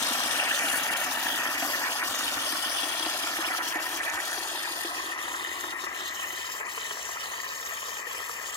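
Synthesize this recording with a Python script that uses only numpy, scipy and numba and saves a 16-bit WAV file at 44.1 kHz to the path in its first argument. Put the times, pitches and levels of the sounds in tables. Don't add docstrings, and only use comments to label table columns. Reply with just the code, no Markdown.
import sys
import numpy as np
from scipy import signal
from scipy.fft import rfft, irfft
from scipy.io import wavfile
from scipy.ndimage import uniform_filter1d
from numba import njit

SR = 44100
rng = np.random.default_rng(int(sys.argv[2]) if len(sys.argv) > 2 else 0)


def generate_wav(signal):
    frames = np.transpose(np.atleast_2d(signal))
    scaled = np.clip(frames, -1, 1) * 32767
    pcm = np.round(scaled).astype(np.int16)
    wavfile.write(sys.argv[1], SR, pcm)


N = 377496
TIME = np.arange(N) / SR

# time_s, distance, treble_tilt_db_per_octave
LISTENER = [(0, 0, -3.5), (.7, 0.12, 0.5), (2.2, .05, -0.5), (3, 0, -2), (4.1, .15, -0.5),
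            (4.7, 0.39, -1.5), (5.3, 0.93, -5.5), (6.6, 0.99, 0), (8.56, 1, .5)]
# pitch_hz, width_hz, left_db, right_db, left_lead_rad
TANK_MODES_NEAR = [(709, 282, -6.0, -7.0, 0.38), (920, 306, -9.5, -5.5, 0), (1110, 200, -8.5, -6, 1.6),
                   (1373, 440, -5, -4.5, 0.7), (1590, 245, -8.2, -0.6, 3), (1815, 215, -0.6, -3, 1.42),
                   (2000, 150, -12, -9, -3), (2300, 370, -11.3, -8.7, 1.43), (2790, 470, -4, -14, 3),
                   (3000, 540, -19.2, -6, 2.5), (3306, 184, -4.5, -12.5, -1.1), (3650, 396, -10, -12, 2),
                   (4276, 237, -11, -15, -3), (4960, 432, -14, -12.5, 2.4), (5358, 850, -15, -19, -2),
                   (5760, 244, -12.5, -16, -0.5), (6250, 650, -14.5, -15, 1.3), (6936, 325, -15.8, -19, -4),
                   (9180, 930, -9.5, -44.6, -0.92), (11400, 1648, -29.7, -23, 2.5)]
TANK_MODES_BACK = [(687, 350, -11, -11.5, 1.47), (1055, 337, -1.1, -4.5, 1.48),
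                   (1240, 210, -2.9, -1.3, 1.68), (1543, 170, -0.5, -4, 3.5), (1670, 160, -2.9, -15, -4.5),
                   (1837, 178, 5, -7, 1), (2003, 87, 4, -1, 1.64), (2400, 440, -5, -8, 2.5),
                   (2550, 223, -4.5, -3, -2.5), (2800, 390, -11, -7, 2.5), (3040, 360, -18, -6, -0.8),
                   (3276, 270, -9, -9, -2.05), (3709, 510, -15.5, -12.5, 0.45),
                   (4220, 424, -14.5, -22.3, 0.1), (4706, 670, -17.0, -16, 0.5),
                   (5500, 430, -9.5, -15.6, -3.5), (6710, 390, -8, -9, -1.16),
                   (7290, 590, -12.0, -11.5, -0.5), (7815, 893, -19, -21.5, 1.1),
                   (8300, 522, -17.9, -25, 1.8), (13369, 1600, -14.5, -44.5, 0.14)]
# pitch_hz, left_db, right_db
DIFFUSE_NEAR = [(200.0, -44, -47), (600.0, -18, -34.8), (2000.0, -35, -28.7), (4080, -12, -16),
                (6500.0, -14.5, -16.5), (8000.0, -18, -21.5), (10500.0, -14, -36), (12600, -13, -23.5),
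                (14200, -15.5, -25), (16000.0, -21, -31)]
DIFFUSE_BACK = [(200.0, -40, -42.0), (600.0, -20, -23.5), (2000.0, -19.5, -21.5), (4000.0, -25.4, -22.5),
                (6440, -12.5, -13.5), (8000.0, -16.5, -36.4), (10500.0, -18, -34.1), (12500.0, -17.5, -25),
                (14000.0, -21, -29), (16000.0, -20, -32.3)]
# time_s, pitch_hz, share, width_hz
ANTIPHASE_BAND = [(0, 2080, 0, 70), (1, 2100, 1, 55), (3, 2120, 0.5, 65), (4, 2120, 1, 80),
                  (4.85, 2190, 0.98, 150), (5.1, 2320, 1, 165), (5.5, 2540, 0.77, 170),
                  (7.1, 2530, 0.5, 170), (7.45, 2680, 1, 150), (8.56, 2690, 1, 150)]
# time_s, gurgle_db, spray_db
JET_LEVELS = [(0, -34.5, -35), (.7, -33, -37), (2.1, -37.5, -38), (3.3, -36.5, -38.5), (4.15, -38, -40),
              (4.5, -39.5, -40.5), (5.3, -40, -44), (6.4, -42, -43.5), (8.56, -42.5, -44)]
# middle_s, half_length_s, pitch_hz, width_ratio, gain_db
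TONE_ACCENTS = [(0.155, 0.42, 8650, 0.2, 6.5), (.5, .35, 2660, 0.2, 4.5), (1.338, 0.048, 3300, 0.032, 6),
                (1.5, 0.35, 1880, 0.058, 3), (2.937, 0.24, 9100, 0.11, 4.5), (4.48, 0.36, 3540, 0.073, 4.5),
                (4.6, 0.42, 3000, 0.075, -7), (4.713, 0.38, 4600, 0.15, 4), (5.5, 0.69, 14000, 0.19, 6),
                (5.1, .8, 980, .13, 3), (5.3, 0.72, 10100, 0.18, 8), (5.7, .35, 3700, 0.095, 5),
                (6.084, 0.03, 3830, 0.15, 13)]
# time_s, level_db, pitch_hz, width_hz
AIR_SPACE = [(0, -46.5, 258, 176), (2.2, -49, 287, 138), (3.1, -50, 306, 121), (4.9, -50, 332, 109),
             (5.8, -51, 342, 120), (6.2, -56, 359, 190), (7.9, -54.5, 443, 260)]
# pitch_hz, relative_db
RUMBLE_SPECTRUM = [(15, -32), (30, -22), (43, -5), (55, -10), (65, 2), (78, -3.5), (120, -11), (200, -6.5),
                   (400, -7.5), (2000, -62)]
# start_s, boom_db, slap_db, pitch_hz
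GULPS = [(.11, -28, -33, 242), (0.638, -29, -31, 280), (1.624, -26, -20, 276), (2.37, -33, -24, 295),
         (2.528, -27.5, -37, 304), (2.832, -28.5, -28, 308), (3.063, -24.5, -19, 313),
         (3.239, -29, -30, 316), (3.387, -25, -24, 324), (3.755, -24, -19, 315), (3.931, -32, -35, 325),
         (4.38, -30, -24, 340), (4.848, -25, -28, 336), (5.639, -33, -30, 345), (5.835, -36, -29, 372),
         (6.035, -40, -46, 370), (6.329, -38, -44, 370), (6.605, -41, -31, 447), (6.776, -35.5, -34, 456),
         (6.911, -37, -38, 410), (7.722, -36, -40, 660), (7.875, -40, -35, 495), (8.068, -32, -40, 480),
         (8.294, -36, -36, 467)]
# middle_s, length_s, spray_dip_db, gurgle_swell_db
JET_PLUNGES = [(.417, .032, 6, 2), (.472, .028, 7, 3.5), (0.627, 0.027, 4.5, 3.5), (0.9, 0.021, 7, 4),
               (0.953, 0.023, 8, 1.5), (1.08, 0.06, 4, 1.5), (1.18, 0.028, 4.5, 1), (1.457, 0.12, 4, 2.5),
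               (1.57, .031, 4, 5.5), (1.747, .023, 1, 5), (1.86, 0.088, 4.5, 5), (2.02, 0.048, 6.5, 5.5),
               (2.382, 0.012, 3, 5.5), (3.439, 0.035, 4.5, 2.5), (3.514, 0.052, 5.5, 4.5),
               (3.614, 0.043, 7.5, 3), (3.768, 0.07, 9, 3), (3.866, 0.022, 1, 4), (4.013, 0.032, 10, 6),
               (4.072, 0.021, 6, 4.5), (4.112, 0.03, 8, 7), (4.185, 0.048, 7, 4), (4.656, 0.024, 3, 3.5),
               (5.162, 0.053, 7, 0.5), (5.758, 0.064, 9, 3.5), (5.904, 0.066, 9, 3),
               (6.08, 0.043, -4.5, -2), (6.123, 0.022, 4, 6), (6.238, 0.028, 0, 3), (6.641, 0.08, 8.5, 3.5),
               (7.174, 0.036, 4.5, 2), (8.042, 0.048, 6.5, 2), (8.393, .063, 3.5, 3)]
# start_s, level_db, pitch_hz, t60_s
DROP_TICKS = [(.529, -25, 6000, .009), (4.1, -18.5, 6550, 0.0044), (4.137, -13, 1280, 0.0048),
              (6.777, -25, 1180, .007), (7.054, -22.5, 7000, 0.0081)]
# start_s, level_db, pitch_hz
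LOW_BUMPS = [(0.762, -50, 148), (2.092, -43, 94), (2.36, -43, 103), (4.14, -48, 79.6)]
# start_s, swell_db
WATER_LUMPS = [(5.281, 4), (5.545, 2), (5.64, 8), (5.838, 7), (5.995, 1), (6.606, 7), (6.776, 5.5),
               (6.909, 12), (6.971, 7), (7.09, 8), (7.155, 5), (7.315, 7), (7.38, 7.5), (7.729, 6),
               (7.882, 7.5), (7.998, 6), (8.149, 8), (8.294, 9)]


def amp(db):
    return 10 ** (np.asarray(db) / 20)


def unit_rms(x):
    return x / np.sqrt(np.mean(x ** 2) + 1e-20)


def curves(rows, t):
    s, *columns = np.transpose(rows)
    return [np.interp(t, s, c) for c in columns]


def spectra(rows, hz):
    f, *columns = np.transpose(rows)
    return [np.interp(np.log(hz + 1), np.log(f), c) for c in columns]


def add(mix, s, sound):
    part = mix[max(round(s * SR), 0):][:len(sound)]
    part += sound[:len(part)]


def band(x, low_hz, high_hz):
    return signal.sosfilt(signal.butter(2, [low_hz, high_hz], "band", fs=SR, output="sos"), x)


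def lowpass(x, hz, order):
    return signal.sosfiltfilt(signal.butter(order, hz, fs=SR, output="sos"), x)


def wander(slow_hz, fast_hz):
    hz = np.fft.rfftfreq(N, 1 / SR)
    slope = (hz > slow_hz) / np.sqrt(hz + slow_hz) / (1 + (hz / fast_hz) ** 4)
    return unit_rms(irfft(rfft(rng.standard_normal(N)) * slope, N))


def drift(shape, bins, frames):
    field = uniform_filter1d(rng.standard_normal(shape), bins, axis=0)
    return unit_rms(uniform_filter1d(field, frames, axis=1))


def resonate(x, hz, width_hz):
    turn = np.exp(2j * np.pi * np.cumsum(hz) / SR)
    pole = np.exp(-np.pi * width_hz / SR)
    return 2 * (turn * signal.lfilter([1 - pole], [1, -pole], x / turn)).real


def damped_tone(hz, t60_s, attack_s):
    t = TIME[:SR // 4]
    return amp(-60 * t / t60_s) * (1 - np.exp(-t / attack_s)) * np.sin(2 * np.pi * hz * t)


@njit
def ring_bubbles(start, turns_per_sample, size, cycles, rise, length):
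    out = np.zeros(length)
    for k in range(len(start)):
        decay = turns_per_sample[k] / cycles
        phasor = size[k] + 0j
        step = np.exp(2j * np.pi * turns_per_sample[k] - decay)
        glide = np.exp(2j * np.pi * turns_per_sample[k] * decay * rise)
        for i in range(start[k], min(start[k] + int(4 / decay), length)):
            out[i] += phasor.imag
            phasor, step = phasor * step, step * glide
    return out


def bubbles(per_s, cycles, rise, spread_db):
    when, pitch, luck, sign = rng.random((int(per_s * N / SR), 4)).T
    hz = 400 + 13600 * pitch
    accent_db = spread_db * np.minimum(-np.log(1 - luck), 4.5)
    size = np.sqrt(hz) * np.sign(sign - 0.5) * amp(accent_db)
    start = (when * N).astype(np.int64)
    return unit_rms(ring_bubbles(start, hz / SR, size, float(cycles), float(rise), N))


def drop_clicks(per_s, spread_db):
    size = amp(spread_db * np.minimum(rng.exponential(1, N), 4.5))
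    return size * rng.choice([-1, 1], N) * (rng.random(N) < per_s / SR)


def splash():
    wobble, sputter, churn = wander(10, 53), wander(25, 130), wander(22, 80)
    streams = []
    for _ in range(2):
        pings = bubbles(per_s=6500, cycles=6, rise=0.04, spread_db=3.5)
        clicks = amp(-0.5) * unit_rms(drop_clicks(per_s=6000, spread_db=3.2))
        mist = amp(-4.5) * rng.standard_normal(N)
        water = pings + clicks + mist
        low = lowpass(water, hz=3000, order=4)
        high = water - low
        low += splats(water)
        streams.append(low * amp(0.61 * churn - 0.5 * wobble) + high * amp(1.21 * wobble + 0.4 * sputter))
    return unit_rms(np.array(streams))


def tank_colour(modes, diffuse, hz):
    centre_hz, width_hz, left_db, right_db, lead_rad = np.transpose(modes)
    peaks = (1 + (2 * (hz[:, None] - centre_hz) / width_hz) ** 2) ** -2
    left, right = amp(left_db), amp(right_db)
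    fill_left, fill_right = amp(spectra(diffuse, hz))
    return np.array([peaks @ left ** 2 + fill_left ** 2,
                     peaks @ right ** 2 + fill_right ** 2,
                     peaks @ (left * right * np.exp(-1j * lead_rad))])


def tank(water, echo_below_hz, swing_rad):
    hz, t, (main, other) = signal.stft(water, SR, nperseg=1024, noverlap=768)
    distance = curves(LISTENER, t)[0]
    near = tank_colour(TANK_MODES_NEAR, DIFFUSE_NEAR, hz)[..., None]
    back = tank_colour(TANK_MODES_BACK, DIFFUSE_BACK, hz)[..., None]
    left, right, shared = near * (1 - distance) + back * distance
    left, right, hz = left.real, right.real, hz[:, None]
    for centre_hz, share, width_hz in (curves(ANTIPHASE_BAND, t), (1496, distance, 70)):
        opposed = share * np.exp(-((hz - centre_hz) / width_hz) ** 4)
        left, right = left + opposed * (right - left) / 2, right + opposed * (left - right) / 2
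        shared = shared * (1 - opposed) - opposed * np.sqrt(left * right)
    echo_share = 1 / (1 + (hz / echo_below_hz) ** 1.4)
    echo = main * np.exp(1j * swing_rad * drift(main.shape, bins=14, frames=260))
    diffuse = np.sqrt(1 - echo_share) * other + np.sqrt(echo_share) * echo
    unshared = np.sqrt(abs(left * right - abs(shared) ** 2))
    ears = np.array([main * left, main * shared + diffuse * unshared]) / np.sqrt(left)
    mid_power = (left + right + 2 * shared.real) / 4 / len(hz)
    return hz, t, ears, mid_power


def bubble_cloud(hz, t, swell_db, spray_hz=3230, plunge_hz=1950, width_octaves=0.3, wander_octaves=0.21):
    depth = 1 - np.exp(-swell_db / 2.5)
    pitch, strength = (drift((1, len(t)), bins=1, frames=9) for _ in range(2))
    centre_hz = spray_hz * (plunge_hz / spray_hz) ** depth * 2 ** (wander_octaves * pitch * (1 - depth))
    height_db = 3.5 * (1 + strength / 2) + 0.57 * swell_db
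    hump_db = height_db * np.exp(-(np.log2((hz + 1) / centre_hz) / width_octaves) ** 2)
    return hump_db - hump_db.mean(1, keepdims=True)


def jet(hz, t, ears, mid_power, cloud_pan, patchy_db, ripple_db):
    gurgle_db, spray_db = curves(JET_LEVELS, t)
    dip_db, swell_db = plunges(t)
    cloud_db = bubble_cloud(hz, t, swell_db)
    tilt_db = curves(LISTENER, t)[1] * np.log2(np.maximum(hz / 3500, 1))
    colour = amp(cloud_db + tilt_db)
    for middle_s, half_s, pitch_hz, width, gain_db in TONE_ACCENTS:
        accent = np.exp(-((t - middle_s) / half_s) ** 2 - ((hz / pitch_hz - 1) / width) ** 2)
        colour *= amp(gain_db * accent)
    power = mid_power * colour ** 2
    reach = hz ** 2 / (hz ** 2 + 600 ** 2)
    gurgle_gain = amp(gurgle_db + swell_db * reach) / np.sqrt((power * (hz > 550) * (hz < 2600)).sum(0))
    ragged = 1 + 0.35 * drift(power.shape, bins=70, frames=4)
    spray_gain = amp(spray_db - dip_db * ragged) / np.sqrt((power * (hz > 3500) * (hz < 15500)).sum(0))
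    crossover_hz = 2860 - 25 * dip_db
    low = 1 / (1 + (hz / crossover_hz) ** 20)
    patches = patchy_db * drift(power.shape, bins=24, frames=14) * hz ** 2 / (hz ** 2 + 2800 ** 2)
    ripples = ripple_db * np.array([drift(power.shape, bins=5, frames=60) for _ in ears]) * (1 - low)
    pan_db = cloud_pan * np.array([-cloud_db, cloud_db])
    ears = ears * colour * gurgle_gain ** low * spray_gain ** (1 - low) * amp(patches + ripples + pan_db)
    return signal.istft(ears, SR, nperseg=1024, noverlap=768)[1][:, :N]


def rumble(level_db, side_db):
    colour = amp(spectra(RUMBLE_SPECTRUM, np.fft.rfftfreq(N, 1 / SR))[0])
    mid, side = irfft(rfft(rng.standard_normal((2, N))) * colour, N)
    return amp(level_db) * unit_rms(mid + amp(side_db) * np.array([side, -side]))


def hollow_boom(slap_db):
    level_db, hz, width_hz = curves(AIR_SPACE, TIME)
    drops = drop_clicks(per_s=260, spread_db=3.0)
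    narrow, wide = (unit_rms(resonate(resonate(drops, hz, width), hz, width))
                    for width in (width_hz.min(), width_hz.max()))
    blend = (width_hz - width_hz.min()) / np.ptp(width_hz)
    slaps = amp(slap_db) * unit_rms(band(band(drops, 590, 1090), 590, 1090))
    return amp(level_db) * (narrow * (1 - blend) + wide * blend + slaps)


def plops(spatter_db):
    out, t = np.zeros(N), TIME[:SR // 4]
    for start_s, boom_db, slap_db, hz in GULPS:
        crack = band(rng.standard_normal(len(t)) * np.exp(-t / 0.0004), 520, 2000)
        spatter = unit_rms(band(rng.standard_normal(len(t)), 656, 810)) * np.exp(-t / 0.0071)
        slap = amp(slap_db) * (crack / abs(crack).max() + amp(spatter_db) * spatter)
        boom = amp(boom_db) * damped_tone(hz, t60_s=0.065, attack_s=0.002)
        add(out, start_s, band(slap + boom, 210, 6000))
    return out


def plunges(t, swell_stretch=1.01):
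    middle_s, length_s, dip_db, swell_db = np.transpose(JET_PLUNGES)
    offset = abs(2 * (t[:, None] - middle_s) / length_s)
    return 0.5 ** (offset ** 3) @ dip_db, 0.5 ** ((offset / swell_stretch) ** 3) @ swell_db


def ticks():
    out = np.zeros(N)
    for start_s, level_db, hz, t60_s in DROP_TICKS:
        add(out, start_s, amp(level_db) * damped_tone(hz, t60_s, attack_s=0.5 / hz))
    return out


def bumps():
    out = np.zeros(N)
    for start_s, level_db, hz in LOW_BUMPS:
        add(out, start_s, amp(level_db) * damped_tone(hz, t60_s=0.1, attack_s=0.0045))
    return out


def splats(water, decay_s=0.0093):
    bursts = np.zeros(N)
    for start_s, swell_db in WATER_LUMPS:
        add(bursts, start_s, (amp(swell_db) - 1) * np.exp(-(TIME[:SR // 10] / decay_s) ** 2))
    return bursts * lowpass(water, hz=1690, order=2)


def scene():
    ringing = tank(splash(), echo_below_hz=3000, swing_rad=2.46)
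    water = jet(*ringing, cloud_pan=0.17, patchy_db=2.0, ripple_db=2.0)
    bed = rumble(level_db=-62.5, side_db=-7)
    return water + bed + hollow_boom(slap_db=-2.5) + plops(spatter_db=-7.5) + ticks() + bumps()


def record(dry, cutoff_hz=15900):
    taps = signal.firwin(511, cutoff_hz, window=("kaiser", 9), fs=SR)
    return signal.oaconvolve(dry, taps[None], "same")


dry = scene()
out = record(dry)
generate_wav(out)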